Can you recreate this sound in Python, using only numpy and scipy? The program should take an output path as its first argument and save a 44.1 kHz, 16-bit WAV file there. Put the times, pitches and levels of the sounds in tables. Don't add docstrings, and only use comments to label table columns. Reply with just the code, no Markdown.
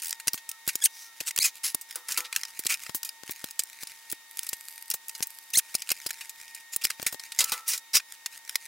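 import sys
import numpy as np
from scipy import signal
from scipy.fft import rfft, irfft, next_fast_len
from scipy.io import wavfile
from scipy.ndimage import uniform_filter1d

SR = 44100
rng = np.random.default_rng(int(sys.argv[2]) if len(sys.argv) > 2 else 0)


def transcribe(signal):
    frames = np.atleast_2d(signal).T
    limited = np.clip(frames, -1, 1)
    pcm = np.round(limited * 32767).astype(np.int16)
    wavfile.write(sys.argv[1], SR, pcm)


N = 382347
TIME = np.arange(N) / SR
TOP_HZ = 15900

# f/Hz, level/dB
CONTACT_SPECTRUM = [(120, -29.5), (400, -23.5), (800, -21), (1400, -10), (2400, -3), (3200, -4.5),
                    (5000, -0.5), (9000, 0), (15500, -5.5)]
# f/Hz, level/dB
RUSTLE_SPECTRUM = [(600, -16), (2300, 7), (3400, 0.5), (5500, 4), (10000, 3.5), (15500, -2.5)]


def undb(db):
    return 10 ** (np.asarray(db) / 20)


def rms(x):
    return np.sqrt(np.mean(x ** 2))


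def unit(x):
    return x / rms(x)


def fade(t, t60_s):
    return np.exp(-np.log(1000) * t / max(t60_s, 1e-3))


def arch(u):
    return np.cos(np.pi / 2 * np.clip(u, -1, 1)) ** 2


def walk(rate_hz):
    step = int(SR / rate_hz)
    return unit(uniform_filter1d(np.repeat(rng.standard_normal(N // step + 1), step), step)[:N])


def add(track, start_s, x):
    i = max(int(start_s * SR), 0)
    track[i:i + len(x)] += x[:max(N - i, 0)]


def pan(x, left_db):
    gains = undb(np.array([[left_db], [-left_db]]) / 2)
    return x * gains / gains.mean()


def colour(x, spectrum, tilt_db_oct=0):
    n = 2 * next_fast_len(len(x) // 2 + 1)
    hz, db = np.transpose(spectrum)
    tilted_db = db + tilt_db_oct * np.log2(np.maximum(hz / 1400, 1))
    bin_hz = np.arange(n // 2 + 1) * SR / n
    gain = undb(np.interp(np.log(bin_hz + 1), np.log(hz), tilted_db))
    cepstrum = irfft(np.log(gain))
    cepstrum[1:n // 2] *= 2
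    cepstrum[n // 2 + 1:] = 0
    return irfft(rfft(x, n) * np.exp(rfft(cepstrum)))[:len(x)]


def resonate(x, hz, width_hz):
    return signal.lfilter(*signal.iirpeak(hz, hz / width_hz, fs=SR), x)


def reflect(x, lag_s, gain):
    i = np.arange(len(x))
    return x + gain * np.interp(i - lag_s * SR, i, x, left=0)


def room(x, tail_t60_s=0.056, tail_db=-22, early_t60_s=0.006, early_db=-17, size=5000):
    # f/Hz, level/dB
    spread = [(100, 9), (1000, -7), (3000, -25), (6000, -3.5), (12000, 4)]
    t = np.arange(size) / SR
    mid = np.atleast_2d(x).mean(axis=0)
    tail_noise, early_noise = rng.standard_normal((2, size)) * (t > 0.001) / np.sqrt(size)
    tail_ir = tail_noise * unit(fade(t, tail_t60_s))
    early_ir = colour(unit(early_noise * fade(t, early_t60_s)) / np.sqrt(size), spread)
    tail = undb(tail_db) * signal.oaconvolve(mid, tail_ir)[:N]
    early = undb(early_db) * signal.oaconvolve(mid, early_ir)[:N]
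    return x + tail + early * np.array([[1], [-1]])


def air(shared_db=-63, own_db=-54):
    # f/Hz, level/dB
    spectrum = [(30, -22), (100, -20.5), (200, -17), (310, -8.5), (520, -11), (900, 0), (1500, -3),
                (2300, 2.5), (3200, 1), (6000, 0), (15500, -7)]
    shared = unit(colour(rng.standard_normal(N), spectrum, tilt_db_oct=-4.5))
    own = np.array([unit(colour(rng.standard_normal(N), spectrum, tilt_db_oct=2.2)) for _ in range(2)])
    return undb(shared_db) * shared + undb(own_db) * own


def whine(waver=0.001024, flutter_db=2):
    # f/Hz, rms level/dB
    lines = [(909.5, -64.5), (1856, -58), (2184, -67.5), (3711, -66.5)]
    out = np.zeros(N)
    wavering_s = np.cumsum(1 + waver * walk(25)) / SR
    for hz, db in lines:
        flutter = (walk(14) + walk(2.02)) / np.sqrt(2)
        out += undb(db + flutter_db * flutter) * np.sin(2 * np.pi * hz * wavering_s)
    return np.sqrt(2) * out


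def whistle():
    # start/s, length/s, from/Hz, to/Hz, top rms level/dB
    glides = [(.48, 0.11, 1345, 1296, -59), (0.976, 0.22, 1450, 1285, -65)]
    out = np.zeros(N)
    for start_s, length_s, from_hz, to_hz, db in glides:
        u = np.linspace(-1, 1, int(length_s * SR))
        cycles = np.cumsum(np.linspace(from_hz, to_hz, len(u))) / SR
        add(out, start_s, undb(db) * arch(u) * np.sin(2 * np.pi * cycles))
    return np.sqrt(2) * out


def jingles(patter_db=8, hiss_db=-4):
    # centre/s, length/s, level/dB
    shakes = [(4.46, 0.55, -53.5), (4.744, 0.55, -48), (5.333, 1, -53)]
    # f/Hz, width/Hz, level/dB
    modes = [(4840, 380, -2.5), (8400, 620, -2), (10800, 550, 2), (11750, 350, 4), (13000, 400, -6),
             (14000, 300, -2)]
    shake = sum(undb(db) * arch(2 * (TIME - at_s) / length_s) for at_s, length_s, db in shakes)
    taps = rng.standard_normal(N) * undb(patter_db * walk(360))
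    ring = unit(sum(undb(db) * resonate(taps, hz, width_hz) for hz, width_hz, db in modes))
    return shake * (ring + undb(hiss_db) * unit(colour(taps, RUSTLE_SPECTRUM)))


def rustle(tick_t60_s=0.0094, tick_db=-2, cloth_db=-8, patchy_db=4.5, idle_db=-63,
           bounce=0.67, ticks=1900):
    # centre/s, length/s, level/dB
    reaches = [(0.032, 0.3, -41.5), (0.736, 0.2, -42), (1.228, 0.19, -45), (1.565, 0.078, -45),
               (1.915, 0.093, -42), (2.147, 0.17, -34.5), (2.368, 0.11, -36), (2.6, 0.52, -45.5),
               (2.858, 0.15, -42), (3.304, 0.11, -41), (3.425, 0.2, -44.5), (3.825, 0.74, -48.5),
               (4.46, 0.26, -46), (5.216, 0.2, -51), (5.66, 0.43, -61), (5.77, 0.35, -46),
               (6.106, 0.43, -43.5), (6.424, 0.23, -47), (6.58, 0.1, -46), (6.889, 0.13, -39),
               (7.051, 0.17, -40.5), (7.242, 0.13, -45.5), (7.46, 0.35, -39.5), (8.131, 0.1, -44),
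               (8.356, 0.086, -43), (8.5, 0.13, -42.5), (8.644, 0.11, -46)]
    power = sum(undb(db) ** 2 * arch(2 * (TIME - at_s) / length_s) for at_s, length_s, db in reaches)
    motion = np.sqrt(power)
    energy = np.zeros(N)
    energy[rng.integers(N, size=ticks)] = undb(-5.5 * np.log(rng.random(ticks) + 0.02)) ** 2
    energy = np.abs(signal.oaconvolve(energy, fade(TIME[:2000], tick_t60_s) ** 2)[:N])
    crackle = unit(colour(rng.standard_normal(N) * np.sqrt(energy), RUSTLE_SPECTRUM))
    cloth = unit(colour(rng.standard_normal(N), RUSTLE_SPECTRUM) * undb(patchy_db * walk(50)))
    direct = undb(tick_db) * crackle * motion + cloth * np.hypot(undb(cloth_db) * motion, undb(idle_db))
    lag_s = 0.000581 * (1 + 0.205 * walk(20))
    return reflect(direct, lag_s, bounce) / np.hypot(1, bounce)


def table_knocks(mid_t60_s=0.02, push=9.9, mid_hz=260, ring_db=-4, size=4000, onset_samples=220):
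    # t/s, onset level/dB
    landings = [(.272, -38), (0.281, -36.5), (.343, -34.5), (.677, -33.5), (.755, -38.5), (0.859, -42),
                (1.21, -33.5), (1.388, -36.5), (1.747, -34.5), (2.594, -39.5), (2.657, -36.5),
                (2.895, -35.5), (2.948, -34.5), (3.235, -40), (3.295, -36), (3.442, -35), (3.595, -36),
                (3.833, -38.5), (4.129, -36), (4.531, -38.5), (4.943, -35.5), (5.206, -37), (5.574, -37),
                (5.75, -34), (5.916, -36), (6.063, -36), (6.763, -36.5), (6.851, -38.5), (6.998, -36.5),
                (7.028, -36.5), (7.064, -38.5), (7.128, -38.5), (7.145, -36.5), (7.404, -38),
                (7.442, -45.5), (7.523, -38.5), (7.952, -39.5), (8.556, -47.5)]
    # f/Hz, level/dB
    spectrum = [(25, -21), (100, -2.5), (250, -0.5), (500, -4.5), (1200, -6), (4000, -6.5), (14000, -12)]
    out, t = np.zeros(N), np.arange(size) / SR
    spots = rng.uniform(-1, 1, (len(landings), 3))
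    for (at_s, db), (pitch, damping, hardness) in zip(landings, spots):
        shudder = rng.standard_normal(size) * fade(t, mid_t60_s * 2 ** (damping / 2))
        force = colour(shudder, [(120, -10), (500, 0)])
        force[0] += push
        hz = mid_hz * 2 ** pitch
        knock = colour(force + undb(ring_db) * resonate(force, hz, hz / 2), spectrum, 2 * hardness - 1)
        add(out, at_s, knock * undb(db) / rms(knock[:onset_samples]))
    return out


def side_panel(ring_db=-10, rattle_db=3, wander=0.012, buzz_db=4, buzz_t60_s=0.19, size=30000):
    # t/s, level/dB, tilt/(dB/oct)
    blows = [(1.957, -42.5, -0.5), (2.086, -43.5, 3), (2.176, -35.5, -2), (7.389, -39.5, 10),
             (7.406, -37, 1.5), (7.52, -34, 3)]
    # f/Hz, level/dB, t60/s
    modes = [(344, -11, 0.2), (495, -1.5, 0.23), (844, -8, 0.44), (992, -3, 0.28), (1200, 0.5, 0.31),
             (1326, 0, 0.74), (1462, 3, 0.17), (1750, -3, 0.22), (2030, 1.5, 0.21)]
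    buzz_spectrum = [(150, -26), (350, -24), (950, 6.5), (1400, -1)]  # f/Hz, level/dB
    out, t = np.zeros(N), np.arange(size) / SR
    for at_s, db, tilt in blows:
        ring = np.zeros(size)
        for hz, mode_db, t60_s in modes:
            cycles = hz * np.cumsum(1 + wander * walk(245)[:size]) / SR + rng.random()
            gain = undb(mode_db + tilt * np.log2(hz / 1000) + rattle_db * walk(105)[:size])
            ring += gain * np.sin(2 * np.pi * cycles) * fade(t, t60_s)
        buzz = unit(colour(rng.standard_normal(size), buzz_spectrum)) * fade(t, buzz_t60_s)
        add(out, at_s, undb(db) * (undb(ring_db) * ring + undb(buzz_db) * buzz))
    return out


def scrapes(grit_db=3, ring_db=-7, width_hz=1000, rise_db=20, fall_db=25, trim_db=-1):
    # peak/s, rise/s, fall/s, level/dB, ring/Hz, tilt/(dB/oct)
    slides = [(1.01, 0.13, 0.12, -44.5, 6000, 0.5), (1.284, 0.026, 0.022, -26.5, 8040, 0),
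              (1.311, 0.0051, 0.0058, -28, 2430, -1), (1.454, 0.022, 0.053, -25.5, 6300, -2),
              (1.645, 0.012, 0.084, -25, 10750, 0), (2.25, 0.01, 0.037, -38.5, 3700, -5.5),
              (2.705, 0.017, 0.059, -22.5, 2580, -1), (6.738, 0.018, 0.025, -32.5, 7300, 1),
              (6.817, 0.0053, 0.026, -36, 3050, -2.5), (6.844, 0.0081, 0.021, -20, 5270, 3),
              (7.698, 0.036, 0.099, -28.5, 5830, -1), (7.956, 0.024, 0.038, -15, 5500, -1),
              (8.001, 0.0073, .008, -35, 2040, -6)]
    out = np.zeros(N)
    for peak_s, rise_s, fall_s, db, hz, tilt in slides:
        t = np.arange(peak_s - rise_s, peak_s + fall_s, 1 / SR)
        slips = rng.standard_normal(N)[:len(t)]
        slips *= undb(grit_db * np.repeat(rng.standard_normal(N // 20), 20)[:len(t)])
        lag_s = 0.000935 * (1 + 0.13 * walk(31.7)[:len(t)])
        slips = reflect(slips, lag_s, gain=0.28)
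        ring = resonate(resonate(slips, hz, 2 * width_hz), hz, width_hz)
        body = unit(colour(slips, CONTACT_SPECTRUM, tilt)) + undb(ring_db) * unit(ring)
        drop_db = np.where(t < peak_s, rise_db / rise_s ** 2, fall_db / fall_s ** 2) * (t - peak_s) ** 2
        add(out, t[0], unit(body) * undb(db + trim_db - drop_db))
    return out


def squeaks(jitter=0.06, octave_db=14, flutter_db=4, rasp_db=-3, braking_hz_per_s=350000, harmonics=7):
    # [(t/s, slip rate/Hz, level/dB), ...]
    jerks = [(0.28, [(.812, 1657, -48), (.824, 1692, -27), (.831, 1720, -33), (.838, 3150, -31),
             (.841, 3810, -14), (.847, 4710, -20), (.854, 4290, -15.5), (.859, 2923, -14),
             (.864, 1620, -25.5), (.875, 1360, -40)]), (0.24, [(1.398, 1925, -34), (1.408, 2300, -25),
             (1.415, 1950, -26.5), (1.426, 2660, -21.5), (1.431, 2300, -20), (1.435, 1410, -32)]),
             (0.83, [(1.436, 2520, -31), (1.445, 2520, -19.5), (1.466, 2400, -22.5), (1.469, 2400, -36)]),
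             (0.2, [(5.533, 3350, -36), (5.537, 2980, -25), (5.542, 1916, -27), (5.548, 1675, -28),
             (5.558, 2086, -20), (5.57, 2183, -30.5), (5.573, 3020, -16), (5.581, 5360, -16.5),
             (5.588, 4860, -14.5), (5.594, 1850, -23), (5.601, 1120, -34)])]
    # f/Hz, level/dB
    steel = [(1200, -1), (2400, 3.5), (4300, -1.5), (6300, 8), (10300, 4), (12500, -1), (16000, -5)]
    out = np.zeros(N)
    friction = rng.standard_normal(N) * undb(flutter_db * walk(1500))
    rasp = undb(rasp_db) * unit(colour(friction, CONTACT_SPECTRUM, tilt_db_oct=3.1))
    wobble = walk(900)
    flutter = np.array([walk(350) for _ in range(harmonics)])
    for base_roughness, curve in jerks:
        times_s, rates_hz, levels_db = np.transpose(curve)
        t = np.arange(times_s.min(), times_s.max(), 1 / SR)
        i = (t * SR).astype(int)
        slip_hz = uniform_filter1d(np.interp(t, times_s, rates_hz), size=130)
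        braking = np.maximum(-np.gradient(slip_hz) * SR / braking_hz_per_s, 0)
        roughness = np.clip(base_roughness + braking, 0, 1)
        partial_hz = np.arange(1, harmonics + 1)[:, None] * slip_hz * (1 + jitter * roughness * wobble[i])
        steel_db = np.interp(partial_hz, *np.transpose(steel))
        gains = undb(steel_db + flutter_db * flutter[:, i]) * (partial_hz < TOP_HZ)
        gains[1] *= undb(octave_db * (1 - roughness))
        partials = gains * np.sin(2 * np.pi * np.cumsum(partial_hz, axis=1) / SR)
        tone = partials.sum(axis=0) / np.sqrt((gains ** 2).sum(axis=0) / 2)
        squeak = np.sqrt(1 - roughness / 2) * tone + np.sqrt(roughness) * rasp[i]
        add(out, t[0], squeak * undb(np.interp(t, times_s, levels_db)))
    return out


def clicks(ring_db=-8.5, width_hz=800, overtone=0.77, seat_s=0.0001, chatter_db=2.5,
           lead_in_db=-21, lead_in_t60_s=0.0089, trim_db=-1, size=6000, onset_samples=220):
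    # t/s, level/dB, ring/Hz, tilt/(dB/oct), t60/s
    contacts = [(0.1076, -26, 5500, 4, 0.018), (0.128, -26, 5100, -3, 0.0035),
                (.1993, -34, 2380, 0.5, 0.034), (0.273, -23.5, 9000, 1.5, 0.01),
                (.28, -16, 5960, -1, 0.023), (0.3332, -22, 5800, 8.5, 0.011), (.3424, -30, 9150, 6, 0.068),
                (.377, -36, 3480, -2, 0.057), (0.4908, -26, 9050, 4.5, 0.032),
                (0.5146, -32, 3850, 2, 0.008), (.6766, -20.5, 11200, 1, 0.066),
                (.688, -24.5, 2530, -0.5, 0.045), (0.7548, -20, 7200, 5.5, 0.023),
                (1.204, -27, 7300, -2.5, 0.04), (1.362, -24, 12300, 0.5, 0.019),
                (1.3765, -22, 2720, 0, 0.017), (1.388, -18, 3940, -0.5, 0.0061),
                (1.7465, -17.5, 10800, 8.5, 0.017), (1.812, -33.5, 8500, 5, 0.048),
                (1.957, -25.5, 10400, 3.5, 0.025), (2.0848, -29, 10900, 0, 0.035),
                (2.1207, -24.5, 6960, 1, 0.044), (2.1747, -20, 11000, -1.5, 0.068),
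                (2.3271, -27, 2500, -3, 0.019), (2.362, -18, 2620, -3, 0.013),
                (2.4337, -27, 5530, -5, 0.014), (2.452, -33.5, 5560, -3.5, 0.01),
                (2.592, -25.5, 10900, 6, 0.035), (2.649, -34, 4930, 4, 0.089),
                (2.6661, -18.5, 7900, -1, 0.019), (2.7413, -24.5, 8850, -2, 0.015),
                (2.8645, -35.5, 2400, -8, 0.0096), (2.9466, -24, 12300, 6.5, 0.089),
                (3.0314, -27.5, 14600, 1, 0.0051), (3.0478, -29, 11500, 1, 0.11),
                (3.0911, -30, 4730, 1, 0.0078), (3.3085, -27.5, 11900, 11, 0.049),
                (3.4426, -29, 3730, 2, .013), (3.509, -34.5, 8000, 4.5, 0.02),
                (3.5926, -18, 7900, 0.5, 0.038), (3.6358, -29, 8950, 8, 0.016),
                (3.834, -33.5, 9100, 4, .019), (3.8716, -34.5, 5040, 0, 0.025),
                (4.0995, -33, 9100, 2.5, 0.038), (4.1155, -29, 10500, 5, 0.0078),
                (4.1235, -21.5, 10800, 14.5, 0.0097), (4.371, -32, 12800, 1.5, 0.016),
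                (4.3924, -23, 11500, 1.5, 0.003), (4.4319, -31, 10700, -0.5, 0.014),
                (4.467, -33, 9000, 0, 0.019), (4.4903, -24.5, 4800, 6, 0.02),
                (4.5312, -25.5, 8650, 0.5, .036), (4.779, -38, 9100, -2, 0.0071),
                (4.902, -21.5, 11400, 4, 0.01), (4.912, -23.5, 5800, 0, 0.033),
                (4.938, -24, 13900, 5, 0.053), (5.083, -29, 11900, 11, 0.019),
                (5.094, -31, 8450, 0.5, 0.022), (5.15, -34.5, 6500, -2, 0.051),
                (5.2256, -20.5, 6540, 2, 0.038), (5.27, -30, 9300, 13, 0.017),
                (5.743, -29.5, 2530, 0, 0.036), (5.7511, -18, 6400, 3.5, 0.023),
                (5.8203, -29, 6300, -1, 0.016), (5.8911, -25.5, 8300, -1.5, 0.01),
                (5.9031, -22.5, 6800, -3, 0.033), (5.9163, -17.5, 2790, 2.5, 0.027),
                (6.0641, -23.5, 5170, 3.5, 0.024), (6.1065, -26, 1980, -2.5, 0.015),
                (6.209, -33.5, 2500, -1.5, 0.085), (6.294, -33, 7540, 2, 0.05),
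                (6.548, -34, 8700, 1.5, 0.034), (6.7622, -18, 10400, 8, 0.018),
                (6.8512, -16.5, 2970, 2, 0.0084), (6.9042, -25, 1900, -3, 0.017),
                (7.0276, -30, 7700, 4, 0.009), (7.0645, -18, 2300, 1, 0.063),
                (7.1247, -31, 8600, 8.5, 0.078), (7.196, -34.5, 4970, -3, .025),
                (7.3202, -31.5, 3920, -2, 0.026), (7.389, -15, 6800, 1, 0.047),
                (7.4047, -15.5, 3970, -1, 0.074), (7.4415, -18.5, 7250, 5, 0.013),
                (7.5193, -21.5, 4000, 1, 0.068), (7.6787, -23.5, 10400, 6, 0.25),
                (7.734, -24, 7400, -2.5, 0.1), (7.7774, -29, 7800, 0, 0.015),
                (8.2603, -24.5, 7040, -2.5, 0.026), (8.5559, -18, 2120, -1.5, 0.014)]
    # start/s, end/s, gap/s, level/dB, ring/Hz, tilt/(dB/oct), t60/s
    drag = (.02, .1, .0122, -30.5, 9500, 2.5, .024)
    start_s, end_s, gap_s, *slot = drag
    slot_ticks = [(at_s, *slot) for at_s in np.arange(start_s, end_s, gap_s)]
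    onset = size // 8
    out, t = np.zeros(N), (np.arange(size) - onset) / SR
    for at_s, db, hz, tilt, t60_s in [*contacts, *slot_ticks]:
        chatter = undb(chatter_db * np.repeat(rng.standard_normal(size), 20)[:size])
        lead_in = undb(lead_in_db) * fade(abs(t), lead_in_t60_s)
        strike = fade(abs(t), t60_s) * (1 - np.exp(-abs(t) / seat_s) / 2)
        force = rng.standard_normal(size) * chatter * np.where(t < 0, lead_in, strike)
        bounced = reflect(force, lag_s=rng.uniform(0.000611, 0.0029), gain=0.71)
        crowd = colour(bounced, CONTACT_SPECTRUM, tilt)
        upper_hz = min(hz * rng.uniform(1.64, 2.1), TOP_HZ)
        modes = resonate(force, hz, width_hz) + overtone * resonate(force, upper_hz, width_hz)
        ring = resonate(modes, hz, width_hz=hz)
        hit = unit(crowd) + undb(ring_db) * unit(ring)
        add(out, at_s + t[0], hit * undb(db + trim_db) / rms(hit[onset:onset + onset_samples]))
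    return out


def chassis(x, width_hz=55, ring_db=-1):
    # f/Hz, level/dB
    modes = [(2460, -1), (2730, -7.5), (4066, -3.5), (4640, -7), (4915, 3), (5293, -0.5), (5637, -26),
             (6673, -10), (7500, -12)]
    return x + undb(ring_db) * sum(undb(db) * resonate(x, hz, width_hz) for hz, db in modes)


def scene():
    metal = chassis(clicks() + scrapes() + rustle()) + squeaks() + jingles()
    knocks = room(pan(table_knocks(), left_db=17), early_db=-27)
    return room(metal) + side_panel() + knocks + whine() + whistle() + air()


def record(dry):
    return signal.sosfilt(signal.ellip(10, 0.2, 70, TOP_HZ, fs=SR, output="sos"), dry)


dry = scene()
out = record(dry)
transcribe(out)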